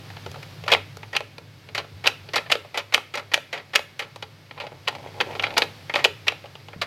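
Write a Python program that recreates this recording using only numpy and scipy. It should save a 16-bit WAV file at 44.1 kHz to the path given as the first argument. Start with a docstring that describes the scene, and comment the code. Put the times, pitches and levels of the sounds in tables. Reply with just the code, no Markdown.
"""Plastic fish and spinner on a baby's activity tray

A hand rocks a hollow fish, close by, in a small room with a low hum. Each push scrapes, catches, snaps
over a detent and rebounds; on the way back the fish slides and drops into its seat. Midway a finger
flicks a spinner, which rumbles and knocks until stopped. The contacts ring the tray's plastic shell."""
import sys
import numpy as np
from scipy import signal
from scipy.fft import rfft, irfft
from scipy.io import wavfile
from scipy.ndimage import uniform_filter1d

SR = 44100
rng = np.random.default_rng(int(sys.argv[2]) if len(sys.argv) > 2 else 0)


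def unload_wav(signal):
    """Save mono or channel-first audio to the path in sys.argv[1] as 16-bit WAV at rate SR, clipped to [-1, 1]."""
    wavfile.write(
        sys.argv[1],
        SR,
        np.round(np.clip(np.atleast_2d(signal).T, -1, 1) * 32767).astype(np.int16),
    )


N = 302526
TIME = np.arange(N) / SR
LN_1000 = np.log(1000)  # 60 dB of decay

# broad colour of the shell: (frequency [Hz], level [dB])
SHELL_COLOUR = [(50, -51), (120, -40), (210, -14.5), (360, -7.5), (430, -1), (900, -1), (1250, 0.5),
                (1600, -1), (2400, 5), (3300, 1.5), (4800, -3.5), (6500, -13.5), (9300, -24), (11300, -21),
                (15500, -33.5)]
# pushes over the detent: (snap time [s], snap [dB], pitch [Hz], pitch lift [dB], scrape lead [s],
# scrape [dB], catch [dB], rebound delay [s], rebound [dB], spring ring [dB])
DETENT_PUSHES = [(0.7365, -8.5, 3240, 18, 0.036, -27, -35, 0.03, -32, -57),
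                 (1.1652, -10.5, 2720, 12, 0.036, -32, -39, 0.041, -26.5, -52),
                 (2.0736, -6.5, 2130, 11, 0.034, -29, -15.5, 0.044, -40, -46),
                 (2.522, -7, 2900, 11.5, 0.024, -26.5, -16, 0.032, -21.5, -43),
                 (2.9447, -5.5, 2800, 8, 0.022, -30, -16, 0.034, -23, -58),
                 (3.3417, -7, 2600, 7.5, 0.026, -33.5, -18.5, 0.035, -25, -47),
                 (3.7577, -5, 2640, 6, 0.0243, -29.5, -17.5, 0.0347, -26, -47),
                 (6.0476, -5, 2580, 25, 0.06, -29.5, -15, 0.007, -15, -43),
                 (6.2815, -8, 2600, 19, 0.014, -28, -41, 0.04, -28.5, -45)]


def gain_of(db):
    """Decibels to amplitude."""
    return 10 ** (np.asarray(db) / 20)


def unit_rms(x):
    """Scales to rms 1."""
    return x / np.sqrt(np.mean(x ** 2) + 1e-20)


def at_hz(points, hz):
    """Interpolates a table on a log-frequency axis."""
    f, value = np.transpose(points)
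    return np.interp(np.log(hz + 1), np.log(f + 1), value)


def envelope(rows, column):
    """One dB column of a time table as gain per sample."""
    rows = np.array(rows)
    return gain_of(np.interp(TIME, rows[:, 0], rows[:, column]))


def add(mix, time_s, sound):
    """Mixes a sound in at time_s."""
    part = mix[max(round(time_s * SR), 0):][:len(sound)]
    part += sound[:len(part)]


def noise(colour):
    """Steady coloured noise, rms 1."""
    gain = gain_of(at_hz(colour, np.fft.rfftfreq(N, 1 / SR)))
    return unit_rms(irfft(rfft(rng.standard_normal(N)) * gain, N))


def drift(rate_hz):
    """Slow random wander, rms 1."""
    lowpass = np.exp(-(np.fft.rfftfreq(N, 1 / SR) / rate_hz) ** 2)
    return unit_rms(irfft(rfft(rng.standard_normal(N)) * lowpass, N))


def ambience(hum_hz=101, waver_rad=0.87, throb_db=3, hum_trim_db=1, hiss_trim_db=4):
    """Room noise: throbbing hum, low rumble, soft hiss."""
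    # (time [s], hum [dB], rumble [dB], hiss [dB])
    levels = [(0.0, -49.5, -46, -51.5), (0.4, -42.5, -46.5, -50.5), (1.41, -51, -51, -58),
              (2.33, -48.5, -51.5, -54.5), (2.81, -57, -59.5, -57.5), (4.68, -55.5, -52, -58),
              (5.37, -49, -49, -50.5), (6.86, -53.5, -54.5, -57)]
    # noise spectra: (frequency [Hz], level [dB])
    rumble_colour = [(20, -42), (42, -15.5), (72, -16.5), (90, -18), (135, 4.5), (165, -1), (200, -14.5),
                     (300, -13), (600, -53), (2000, -74)]
    hiss_colour = [(120, -49), (220, -1.5), (500, 1), (1050, -3.5), (2200, -4), (4800, -6.5), (7000, -18.5),
                   (9800, -23), (12300, -18.5), (13200, -24), (16000, -29)]
    throb = gain_of(throb_db * drift(rate_hz=8))
    phase = 2 * np.pi * hum_hz * TIME + waver_rad * drift(rate_hz=13)
    hum = gain_of(hum_trim_db) * unit_rms(np.sin(phase) * throb) * envelope(levels, 1)
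    rumble = noise(rumble_colour) * envelope(levels, 2)
    hiss = gain_of(hiss_trim_db) * noise(hiss_colour) * envelope(levels, 3)
    return hum + rumble + hiss


def whine(pitch_hz=2200, level_db=-67.5, waver_rad=0.6):
    """Faint, slightly wavering tone in the room."""
    phase = 2 * np.pi * pitch_hz * TIME + waver_rad * drift(rate_hz=6.5)
    return gain_of(level_db) * unit_rms(np.sin(phase))


def reverb(x, wet_db=-14.5, build_s=0.0076):
    """Diffuse room tail: fast build-up, each band dying at its own rate."""
    # tail spectrum: (frequency [Hz], level [dB])
    colour = [(150, 16), (450, 9.5), (1000, 6.5), (2000, 0), (2600, -3), (3600, -2), (12000, 0)]
    # reverberation time: (frequency [Hz], t60 [s])
    t60_s = [(200, 0.33), (800, 0.13), (2300, 0.37), (5500, 0.25), (14000, 0.38)]
    hz, t, bins = signal.stft(rng.standard_normal(SR // 2), SR, nperseg=256)
    decay = np.exp(-LN_1000 * t / at_hz(t60_s, hz)[:, None])
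    tail = signal.istft(bins * gain_of(at_hz(colour, hz))[:, None] * decay, SR, nperseg=256)[1]
    tail *= 1 - np.exp(-(np.arange(len(tail)) / SR / build_s) ** 2)
    return gain_of(wet_db) * signal.fftconvolve(x, tail / np.linalg.norm(tail))[:N]


def shell(colour, size=4096):
    """Minimum-phase impulse response of the hollow tray: broad colour plus resonances."""
    # resonances, negative lift = antiresonance: (frequency [Hz], width [Hz], lift [dB])
    modes = [(420, 50, 2), (500, 60, 3), (575, 55, 5), (820, 80, 5), (1340, 55, 5), (1420, 60, 4),
             (1725, 70, 3), (1885, 90, 4), (2135, 80, 3), (2320, 50, 3), (2440, 50, 3), (2555, 90, 5),
             (2680, 45, -6), (2830, 90, 2), (3000, 80, 5), (3298, 70, 5), (4000, 110, 3), (4690, 110, 4),
             (5800, 80, 3), (6590, 130, 3)]
    hz = abs(np.fft.fftfreq(size, 1 / SR))
    modes_db = sum(lift / (1 + (2 * (hz - f) / width) ** 2) for f, width, lift in modes)
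    log_gain = np.log(gain_of(at_hz(colour, hz) + modes_db))
    spectrum = np.exp(np.conj(signal.hilbert(log_gain)))
    return np.fft.ifft(spectrum).real[:size // 2]


def slips(per_s, spread_db):
    """Random impulse train of small slips, a few of them large."""
    strength = gain_of(spread_db * np.minimum(rng.exponential(1, N), 3))
    return (rng.random(N) < per_s / SR) * rng.choice([-1, 1], N) * strength


def ticks(per_s, decay_s=0.0065):
    """Light random touches on the shell, rms 1."""
    t = np.arange(SR // 20) / SR
    scuff = rng.standard_normal(len(t)) * np.exp(-t / decay_s)
    tick = signal.fftconvolve(scuff, shell(SHELL_COLOUR))
    return unit_rms(signal.fftconvolve(slips(per_s, spread_db=1), tick)[:N])


def contact(level_db, bass_db, treble_db, pitch_hz, lift_db, t60_s, size=8192):
    """One hit: a crack, then a gritty rattle dying away through the struck part and the shell."""
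    t = np.arange(size) / SR
    rattle, grit = rng.standard_normal((2, size))
    grit_db = 1.5 * unit_rms(uniform_filter1d(grit, size=30))
    bite_s = 0.0038 * t60_s  # a long scrape takes a moment to bite
    rattle *= gain_of(grit_db) * (1 - np.exp(-t / bite_s))
    rattle[0] = 0.095 / t60_s  # a short snap is mostly crack
    part_ring = signal.lfilter(*signal.iirpeak(pitch_hz, Q=4.4, fs=SR), rattle)
    rattle += (gain_of(lift_db) - 1) * part_ring
    # plastic damps bass last: (filter, edges [Hz], level [dB], t60 [s])
    bands = [("low", 1100, bass_db, 1.355 * t60_s),
             ("band", (1100, 5000), 0, t60_s),
             ("high", 5000, treble_db, t60_s)]
    body, out = shell(SHELL_COLOUR), np.zeros(size)
    for kind, edges_hz, band_db, band_t60_s in bands:
        decay_s = band_t60_s / LN_1000
        ring = signal.fftconvolve(rattle * np.exp(-t / decay_s), body)[:size]
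        band = signal.sosfilt(signal.butter(5, edges_hz, kind, fs=SR, output="sos"), ring)
        energy = decay_s * SR / 2  # a longer ring carries more
        out += gain_of(band_db) * band / np.linalg.norm(band) * np.sqrt(energy)
    return gain_of(level_db) * out


def grip(level_db=-68):
    """Faint ticks as the fingers shift their grip."""
    return gain_of(level_db) * ticks(per_s=8)


def hand_bumps(t60_s=0.034, rise_s=0.00095):
    """Soft flesh pushes the tray, which sways low and briefly."""
    # (time [s], level [dB], pitch [Hz])
    bumps = [(0.26, -34, 132), (6.762, -24.5, 146)]
    t, out = np.arange(SR // 4) / SR, np.zeros(N)
    sway = (1 - np.exp(-t / rise_s)) * np.exp(-LN_1000 * t / t60_s)
    for time_s, db, hz in bumps:
        add(out, time_s, gain_of(db) * np.cos(2 * np.pi * hz * t) * sway)
    return out


def light_taps(base_t60_s=0.041, base_treble_db=-14, halving_db=17.5):
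    """Light taps, rattles and small rebounds on the plastic; brighter ones die sooner."""
    # (time [s], level [dB], bass re level [dB], treble re level [dB], pitch [Hz])
    taps = [(0.1018, -37.5, -2.5, -14, 804), (0.167, -36.5, -1.5, -15, 770), (0.2622, -34.5, 6.5, -8, 447),
            (0.3154, -42, 1, 4, 580), (0.343, -40, 1, -13, 1420), (0.3584, -43.5, 9, -14, 570),
            (0.4287, -34.5, -7, -7, 2000), (0.6382, -35, 0, -10, 410), (0.6626, -40, 8.5, -9, 610),
            (0.9701, -45, 11, 7.5, 453), (1.0305, -36, 0.5, -16, 2100), (1.3815, -35, -0.5, -8, 420),
            (1.688, -38.5, -3, -16, 420), (1.8434, -46, 7.5, -23, 446), (2.2877, -35.5, -3, -18, 430),
            (2.461, -38.5, -4.5, -31, 1830), (2.6465, -47.5, 9.5, -18, 586), (4.16, -38, 5.5, -2.5, 750),
            (4.5764, -37.5, 1, -29, 895), (4.667, -34.5, 0, -17, 810), (4.9505, -33.5, 0.5, -12, 820),
            (5.328, -37, -13, -19, 2680), (5.3516, -30.5, 0, -18, 450), (5.5052, -31.5, -1.5, -19, 920),
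            (5.539, -35, -4, -11, 470), (6.4404, -46, 11, -21, 645), (6.457, -40.5, 0, -11, 3020),
            (6.553, -37, -3, -14, 3120), (6.684, -39.5, 2.5, -10, 3050), (6.7302, -41, 2, -25, 1900)]
    for time_s, db, bass_db, treble_db, hz in taps:
        t60_s = base_t60_s * 2 ** ((base_treble_db - treble_db) / halving_db)
        yield time_s, contact(db, bass_db, treble_db, pitch_hz=hz, lift_db=11, t60_s=t60_s)


def spinner_rumble(wobble_db=3, tick_db=-11):
    """The dry axle stutters in its socket and drums on the tray; the loose wheel ticks on its hub."""
    # turning, flick to stop: (time [s], level [dB])
    spin = [(4.5, -85), (4.58, -48), (4.72, -42.5), (4.84, -70), (4.92, -40.5), (5.1, -45.5), (5.25, -39),
            (5.47, -43.5), (5.62, -36.5), (5.8, -75)]
    # axle spectrum: (frequency [Hz], level [dB])
    axle_colour = [(100, -16.5), (220, -7.5), (400, 0), (550, -0.5), (950, 2), (1200, -14.5), (2700, -16.5),
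                   (5000, -33), (8000, -35), (15000, -52)]
    stutter = slips(per_s=320, spread_db=3.5)
    rumble = unit_rms(signal.fftconvolve(stutter, shell(axle_colour))[:N])
    wobble = gain_of(wobble_db * drift(rate_hz=82))
    hub_ticks = gain_of(tick_db) * ticks(per_s=39)
    return (rumble * wobble + hub_ticks) * envelope(spin, 1)


def spinner_knocks(rub_lead_s=0.0039):
    """The wheel tips in its bearing: the rim rubs, rings on one side, hits deeper on the other."""
    # (time [s], level [dB], pitch [Hz], pitch lift [dB], rub [dB],
    # second hit delay [s], second hit [dB], treble re second hit [dB])
    knocks = [(4.8765, -16.5, 2640, 8, -30, 0.0066, -18.5, -9),
              (5.2026, -15.5, 3070, 14, -63, 0.0073, -14, -15.5),
              (5.3953, -18, 2800, 25, -56, 0.029, -27.5, -8),
              (5.438, -15, 2320, 24, -25.5, 0.029, -23.5, -26),
              (5.5703, -18.5, 1830, 21, -19.5, 0.009, -11.5, -2.5),
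              (5.62, -11, 3920, 7, -52, 0.016, -31, -6)]
    for time_s, db, hz, lift_db, rub_db, delay_s, second_db, treble_db in knocks:
        yield time_s - rub_lead_s, contact(
            rub_db, bass_db=-5.5, treble_db=-20, pitch_hz=760, lift_db=7.5, t60_s=0.14)
        yield time_s, contact(
            db, bass_db=-7.5, treble_db=-17.5, pitch_hz=hz, lift_db=lift_db, t60_s=0.037)
        yield time_s + delay_s, contact(
            second_db, bass_db=-3.5, treble_db=treble_db, pitch_hz=920, lift_db=8, t60_s=0.033)


def return_spring():
    """Each snap rings the spring: thin, metallic, longer than the plastic."""
    # (frequency [Hz], level [dB], t60 [s])
    modes = [(2476, 0, .33), (3512, -6, .55)]
    t, out = np.arange(SR // 2) / SR, np.zeros(N)
    ring = sum(gain_of(db) * np.sin(2 * np.pi * hz * t) * np.exp(-LN_1000 * t / t60_s)
               for hz, db, t60_s in modes)
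    for time_s, *_, ring_db in DETENT_PUSHES:
        add(out, time_s, gain_of(ring_db) * ring)
    return out


def fish_clacks():
    """Single hard hits of the loose fish on its mount."""
    # (time [s], level [dB], treble re level [dB], pitch [Hz], pitch lift [dB], t60 [s])
    clacks = [(0.679, -20, -15, 1150, 9.5, 0.08), (0.717, -12.5, -10.5, 3220, 6, 0.098),
              (0.7244, -11.5, -25, 805, 4, 0.059), (0.7485, -10.5, -23, 2280, 25, 0.015),
              (1.1509, -23.5, -23, 550, -7, 0.072), (2.0584, -19.5, -18, 3270, 5, 0.058),
              (3.1543, -30, 0, 514, 28, 0.031), (3.1959, -31, -12, 1340, 14, 0.028),
              (4.2245, -28, -12.5, 4500, 6, 0.05), (4.5104, -31.5, -32, 600, -6, 0.025),
              (4.5995, -30, -16.5, 1010, 6.5, 0.13), (5.896, -24.5, -19, 2000, 23, 0.052),
              (5.939, -17, -16, 2580, 10, 0.034), (5.9529, -24, -11.5, 1080, 8, 0.16),
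              (5.9589, -10, -27, 520, 11, 0.017), (6.814, -27.5, -5, 4070, 12, 0.092),
              (6.8171, -21, -10.5, 1900, 14, 0.067)]
    for time_s, db, treble_db, hz, lift_db, t60_s in clacks:
        yield time_s, contact(
            db, bass_db=-4, treble_db=treble_db, pitch_hz=hz, lift_db=lift_db, t60_s=t60_s)


def fish_returns(settle_s=0.023, hard_seat_db=-18):
    """The fish ticks free, slides back, drops into its seat and rocks once more."""
    # (time [s], release [dB], slide [dB], travel [s], seating [dB], seating pitch [Hz], settling [dB])
    strokes = [(1.7478, -23, -33.5, 0.03, -22, 4030, -33), (2.3343, -25, -27, 0.023, -16.5, 3860, -18.5),
               (2.743, -49, -30.5, 0.031, -20, 1030, -27), (3.1385, -32, -29.5, 0.035, -25, 2180, -38),
               (3.5281, -29, -29, 0.047, -32.5, 750, -36), (3.9923, -25, -33, 0.029, -31.5, 2050, -55)]
    for time_s, release_db, slide_db, travel_s, seat_db, hz, settle_db in strokes:
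        treble_db = -7.5 + 0.7 * (seat_db - hard_seat_db)  # a harder drop is brighter
        yield time_s, contact(
            release_db, bass_db=-18.5, treble_db=-10.5, pitch_hz=1930, lift_db=4, t60_s=0.076)
        yield time_s, contact(
            slide_db, bass_db=-1.5, treble_db=-14, pitch_hz=2050, lift_db=11.5, t60_s=0.17)
        yield time_s + travel_s, contact(
            seat_db, bass_db=-4.5, treble_db=treble_db, pitch_hz=hz, lift_db=3.5, t60_s=0.076)
        yield time_s + travel_s + settle_s, contact(
            settle_db, bass_db=-10, treble_db=-37, pitch_hz=2050, lift_db=10, t60_s=0.042)


def fish_pushes(catch_lead_s=0.0056):
    """The pawl scrapes up its ramp, catches, snaps over; the hollow fish rebounds with a dull knock."""
    for time_s, snap_db, hz, lift_db, lead_s, scrape_db, catch_db, delay_s, rebound_db, _ in DETENT_PUSHES:
        yield time_s - lead_s, contact(
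            scrape_db, bass_db=-3.5, treble_db=-14.5, pitch_hz=1930, lift_db=10, t60_s=0.17)
        yield time_s - catch_lead_s, contact(
            catch_db, bass_db=-6.5, treble_db=-6.5, pitch_hz=420, lift_db=3, t60_s=0.064)
        yield time_s, contact(
            snap_db, bass_db=-16, treble_db=-10, pitch_hz=hz, lift_db=lift_db, t60_s=0.024)
        yield time_s + delay_s, contact(
            rebound_db, bass_db=3.5, treble_db=-14, pitch_hz=570, lift_db=14.5, t60_s=0.017)


def scene(contact_trim_db=0.21):
    """The toy close by, its reverb and the room noise; mono."""
    hits = np.zeros(N)
    for source in (fish_pushes, fish_returns, fish_clacks, spinner_knocks, light_taps):
        for time_s, hit in source():
            add(hits, time_s, hit)
    toy = gain_of(contact_trim_db) * hits + return_spring() + spinner_rumble() + grip() + hand_bumps()
    return (toy + reverb(toy) + ambience() + whine())[None]


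def record(dry):
    """Clip at full scale, then low-pass."""
    cutoff_hz = 16200
    lowpass = signal.firwin(511, cutoff_hz, window=("kaiser", 9), fs=SR)
    return signal.oaconvolve(np.clip(dry, -1, 1), lowpass[None], "same")


dry = scene()
out = record(dry)
unload_wav(out)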